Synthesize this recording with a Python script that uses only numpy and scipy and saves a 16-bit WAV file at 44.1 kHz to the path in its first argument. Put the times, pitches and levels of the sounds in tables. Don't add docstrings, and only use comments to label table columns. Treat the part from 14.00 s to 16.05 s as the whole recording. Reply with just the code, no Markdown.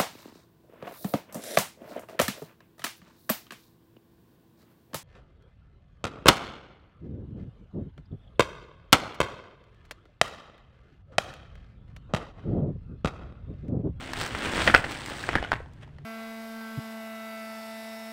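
import sys
import numpy as np
from scipy import signal
from scipy.io import wavfile

SR = 44100
rng = np.random.default_rng(int(sys.argv[2]) if len(sys.argv) > 2 else 0)


def master_out(mix):
    frames = np.transpose(np.atleast_2d(mix))
    ceiling = np.clip(frames, -1, 1)
    pcm = np.round(ceiling * 32767).astype(np.int16)
    wavfile.write(sys.argv[1], SR, pcm)


N = 90404

# freq_hz, density_db
RUMBLE_SPECTRUM = [(15, -15.5), (55, 0.5), (110, -0.5), (170, -8), (1000, -29), (4000, -42), (16000, -69)]
# time_s, level_db
HUM_LEVEL = [(1.8, -58), (2.05, -44.5)]
# time_s, level_db
AIR_LEVEL = [(0, -57), (.21, -39.5), (.3, -51.5), (.35, -37), (.40, -59), (.475, -37.5), (.55, -41),
             (.62, -37), (.75, -37.5), (.83, -43.5), (1.22, -55.5), (1.36, -37), (1.41, -49), (1.46, -50),
             (1.53, -38), (1.68, -50)]
# freq_hz, density_db
PUFF_SPECTRUM = [(10, -10), (48, -0.5), (125, 0.5), (220, -15.5), (1500, -77.5)]
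# freq_hz, t60_s
ROOM_DECAY = [(100, 0.17), (500, 0.48), (4000, 0.22)]
# freq_hz, gain_db
ROOM_SPECTRUM = [(60, 2), (700, -0.5), (2400, -1), (6000, -10), (16000, 1.5)]
# time_s, rustle_relative_db, crackle_relative_db
HANDLING_LEVEL = [(0, -43.5, -53), (.12, -42.5, -54.5), (.21, -41.5, -39), (.30, -42.5, -50.5),
                  (.40, -39.5, -47.5), (.46, -31.5, -40), (.50, -36, -47.5), (.56, -34, -40),
                  (.615, -31, -38.5), (.645, -36.5, -38.5), (.68, -26.5, -39), (.73, -42.5, -47),
                  (.77, -51, -40), (.82, -44.5, -52.5), (.93, -39.5, -47), (1.0, -47.5, -47.5),
                  (1.13, -43.5, -47), (1.21, -48, -48), (1.3, -40.5, -49), (1.38, -43.5, -62),
                  (1.49, -47.5, -69), (1.55, -58.5, -63), (1.70, -69, -81.5), (1.80, -65, -80.5),
                  (1.835, -49.5, -65.5), (1.855, -67.5, -88.5), (2.05, -75, -100)]
# freq_hz, density_db
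RUSTLE_SPECTRUM = [(110, -6.5), (260, 3.5), (450, -3), (1150, -6), (1600, -3.5), (3400, -9), (4500, -24.5),
                   (7000, -24.5), (16000, -52.5)]
# freq_hz, density_db
CRACKLE_SPECTRUM = [(500, 10.5), (2000, 9), (4000, 6), (7000, -6.5), (8200, 1), (11000, -17), (13200, -23),
                    (15500, -11)]
# start_s, level_db
TICK_EVENTS = [(0.134, -23.5), (0.176, -34), (0.1875, -31), (0.2131, -22), (0.2197, -28), (0.2487, -34),
               (0.2628, -25), (0.276, -29.5), (.388, -29), (0.438, -39), (.52, -27), (0.9106, -28.5),
               (0.919, -27.5), (1.0607, -26.5), (1.0993, -30), (1.229, -32), (1.5131, -39), (1.5405, -49),
               (1.7352, -51)]
# freq_hz, density_db
TICK_SPECTRUM = [(200, -7), (1200, 13), (6500, -2.5), (8200, -4), (13000, -17), (15500, -9.5)]
# start_s, level_db, pitch_hz
FLAP_EVENTS = [(0.679, -25, 282), (0.746, -19.5, 250), (1.2915, -24, 300), (1.356, -19, 301),
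               (1.364, -28, 179), (1.401, -27, 56)]
# freq_hz, density_db
SETTLE_SPECTRUM = [(100, -2), (400, 0), (1100, -2.5), (2000, 3), (3000, -8.5), (15000, -45)]
# start_s, pop_level_db, final_pitch_hz, ring_ms (to 1/e), crack_level_db
SNAP_EVENTS = [(0.3489, -26, 1340, 3.2, -25), (.605, -21, 1870, 0.54, -26), (0.6184, -23, 2330, 1.5, -23),
               (0.6761, -4.5, 1820, 1.5, -11.5), (0.6819, -9.5, 1630, 1.4, -27),
               (0.6993, -9, 1360, 1.2, -35), (0.7411, -12, 920, 1.5, -32), (0.7422, -9, 1410, 1.8, -12.5),
               (0.747, -1.5, 2300, 0.81, -12.5), (0.7482, 3, 1413, 1.54, -21),
               (0.7632, -12.5, 2570, 1.8, -24), (0.842, -24, 1600, 1.2, -28), (0.845, -28, 1950, 1, -24),
               (1.239, -23.5, 1620, 2.4, -40), (1.290, -6.5, 1280, 0.46, -25),
               (1.3317, -12, 1330, 0.3, -39), (1.3405, -18.5, 1100, 0.62, -35.5),
               (1.354, -7, 1630, 1.2, -19), (1.356, -11, 890, 1.45, -43), (1.375, -21, 1630, 2.7, -45),
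               (1.3835, -24, 1730, 3.7, -32), (1.427, -18, 900, 0.77, -28), (1.44, -27, 2900, 2.2, -35),
               (1.4477, -28, 1440, 4.8, -32), (1.5183, -16, 1500, 2.4, -17), (1.531, -10, 1050, 0.62, -25),
               (1.6033, -34, 473, 2.8, -47), (1.66, -43, 850, 2.3, -54), (1.877, -43.5, 850, 2.15, -56),
               (1.9848, -44, 1740, 2.6, -47.5)]
# freq_hz, density_db
CRACK_SPECTRUM = [(100, -30), (400, -1), (800, 4), (2000, 1), (5000, -11.5), (6500, -26.5), (8300, -19.5),
                  (12000, -44)]

RUMBLE_DB, HUM_HZ = -50.5, 144.3
ROOM_DB, ROOM_DELAY_S, ROOM_TAPS_PER_S = -13, 0.010, 3000
POP_ROOM_DB = -7
NEAR_DB, NEAR_DECAY_S = -5, 0.00078
RUSTLE_PER_S, RUSTLE_SPREAD_DB, RUSTLE_GRAIN_S, RUSTLE_GAIN_DB = 4200, 4.5, 0.00051, 3
CRACKLE_PER_S, CRACKLE_SPREAD_DB, CRACKLE_GRAIN_S, CRACKLE_GAIN_DB = 2600, 3.5, 0.00022, 5
SETTLE_PER_S, SETTLE_SPREAD_DB, SETTLE_GRAIN_S = 1300, 5, 0.00075
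SETTLE_GAIN_DB, SETTLE_DECAY_S = -23, 0.021
TICK_DECAY_S, CRACK_DECAY_S, POP_RISE_S = 0.002, 0.0027, 0.000067
THUMP_DECAY_CYCLES = 1.46
POP_SHARP_RATIO, POP_SAG_S = 0.16, 0.00083
CUT_HZ = 15700


def amp(db):
    return 10 ** (np.asarray(db) / 20)


def unit(x):
    return x / np.sqrt(np.mean(x ** 2) + 1e-20)


def at_hz(points, hz):
    freq_hz, value = np.transpose(points)
    return np.interp(np.log(hz + 1), np.log(freq_hz + 1), value)


def level(table, axis):
    rows = np.array(table)
    time_s = np.arange(N) / SR
    return amp(np.interp(time_s, rows[:, 0], rows[:, axis]))


def add(mix, start_s, sound):
    start = max(round(start_s * SR), 0)
    part = mix[start:][:len(sound)]
    part += sound[:len(part)]


def colour(x, points, size=8192):
    hz = abs(np.fft.fftfreq(size, 1 / SR))
    log_gain = np.log(amp(at_hz(points, hz)))
    response = np.exp(np.conj(signal.hilbert(log_gain)))
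    taps = np.fft.ifft(response).real[:size // 2]
    return signal.fftconvolve(x, taps / np.linalg.norm(taps))[:len(x)]


def bursts(count, decay_s, size=1024):
    fade = np.exp(-np.arange(size) / SR / decay_s)
    noise = rng.standard_normal((count, size)) * fade
    return noise * np.linalg.norm(fade) / np.linalg.norm(noise, axis=1, keepdims=True)


def creases(per_s, spread_db, grain_s, spectrum, count=32):
    size_db = spread_db * np.minimum(rng.exponential(1, N), 4.5)
    sizes = amp(size_db) * (rng.random(N) < per_s / SR)
    which = rng.integers(0, count, N)
    shower = np.zeros(N)
    for k, grain in enumerate(bursts(count, grain_s)):
        shower += signal.oaconvolve(sizes * (which == k), grain)[:N]
    return unit(colour(shower, spectrum))


def background():
    rumble = unit(colour(rng.standard_normal(N), RUMBLE_SPECTRUM))
    hum = unit(np.sin(2 * np.pi * HUM_HZ * np.arange(N) / SR))
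    return amp(RUMBLE_DB) * rumble + level(HUM_LEVEL, axis=1) * hum


def room(x, size=256):
    taps = rng.standard_normal(SR // 2) * (rng.random(SR // 2) < ROOM_TAPS_PER_S / SR)
    hz, time_s, bins = signal.stft(taps, SR, nperseg=size)
    fade_db = -60 * time_s / at_hz(ROOM_DECAY, hz)[:, None]
    faded = signal.istft(bins * amp(fade_db), SR, nperseg=size)[1]
    tail = colour(faded, ROOM_SPECTRUM)
    out = np.zeros(N)
    add(out, ROOM_DELAY_S, signal.fftconvolve(x, tail / np.linalg.norm(tail)))
    return out


def near_echoes(x):
    taps = bursts(count=1, decay_s=NEAR_DECAY_S)[0]
    return signal.fftconvolve(x, taps / np.linalg.norm(taps))[:N]


def air():
    return unit(colour(rng.standard_normal(N), PUFF_SPECTRUM)) * level(AIR_LEVEL, axis=1)


def rustle():
    folds = creases(RUSTLE_PER_S, RUSTLE_SPREAD_DB, RUSTLE_GRAIN_S, RUSTLE_SPECTRUM)
    folds *= level(HANDLING_LEVEL, axis=1)
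    wrinkles = creases(CRACKLE_PER_S, CRACKLE_SPREAD_DB, CRACKLE_GRAIN_S, CRACKLE_SPECTRUM)
    wrinkles *= level(HANDLING_LEVEL, axis=2)
    return amp(RUSTLE_GAIN_DB) * folds + amp(CRACKLE_GAIN_DB) * wrinkles


def ticks():
    out = np.zeros(N)
    for (start_s, level_db), tick in zip(TICK_EVENTS, bursts(len(TICK_EVENTS), TICK_DECAY_S)):
        add(out, start_s, amp(level_db) * tick)
    return colour(out, TICK_SPECTRUM)


def flaps(size=4096):
    t, out = np.arange(size) / SR, np.zeros(N)
    for start_s, level_db, pitch_hz in FLAP_EVENTS:
        fade = np.exp(-pitch_hz * t / THUMP_DECAY_CYCLES)
        add(out, start_s, amp(level_db) * np.sin(2 * np.pi * pitch_hz * t) * fade)
    return out


def settling():
    t, power = np.arange(SR // 2) / SR, np.zeros(N)
    for start_s, pop_db, *_ in SNAP_EVENTS:
        add(power, start_s, (amp(pop_db) * np.exp(-t / SETTLE_DECAY_S)) ** 2)
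    crackle = creases(SETTLE_PER_S, SETTLE_SPREAD_DB, SETTLE_GRAIN_S, SETTLE_SPECTRUM)
    return amp(SETTLE_GAIN_DB) * np.sqrt(power) * crackle


def snaps(size=2048):
    t, pops, cracks = np.arange(size) / SR, np.zeros(N), np.zeros(N)
    rise = 1 - np.exp(-t / POP_RISE_S)
    run = np.exp(-t / CRACK_DECAY_S)
    noises = rng.standard_normal((len(SNAP_EVENTS), size))
    for (start_s, pop_db, pitch_hz, ring_ms, crack_db), noise in zip(SNAP_EVENTS, noises):
        cycles = pitch_hz * (t + POP_SHARP_RATIO * POP_SAG_S * (1 - np.exp(-t / POP_SAG_S)))
        pop = np.sin(2 * np.pi * cycles) * np.exp(-t * 1000 / ring_ms)
        add(pops, start_s, amp(pop_db) * pop * rise)
        crack = colour(run * noise, CRACK_SPECTRUM)
        crack *= np.linalg.norm(run) / np.linalg.norm(crack)
        add(cracks, start_s, amp(crack_db) * crack)
    return pops, cracks


def scene():
    pops, cracks = snaps()
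    film = rustle() + ticks() + cracks + settling() + flaps()
    near = amp(NEAR_DB) * near_echoes(pops + cracks)
    reflections = amp(ROOM_DB) * room(film + amp(POP_ROOM_DB) * pops)
    return (film + pops + near + reflections + air() + background())[None]


def record(dry):
    lowpass = signal.firwin(401, CUT_HZ, window=("kaiser", 8), fs=SR)
    return signal.oaconvolve(np.clip(dry, -1, 1), lowpass[None], "same")


dry = scene()
out = record(dry)
master_out(out)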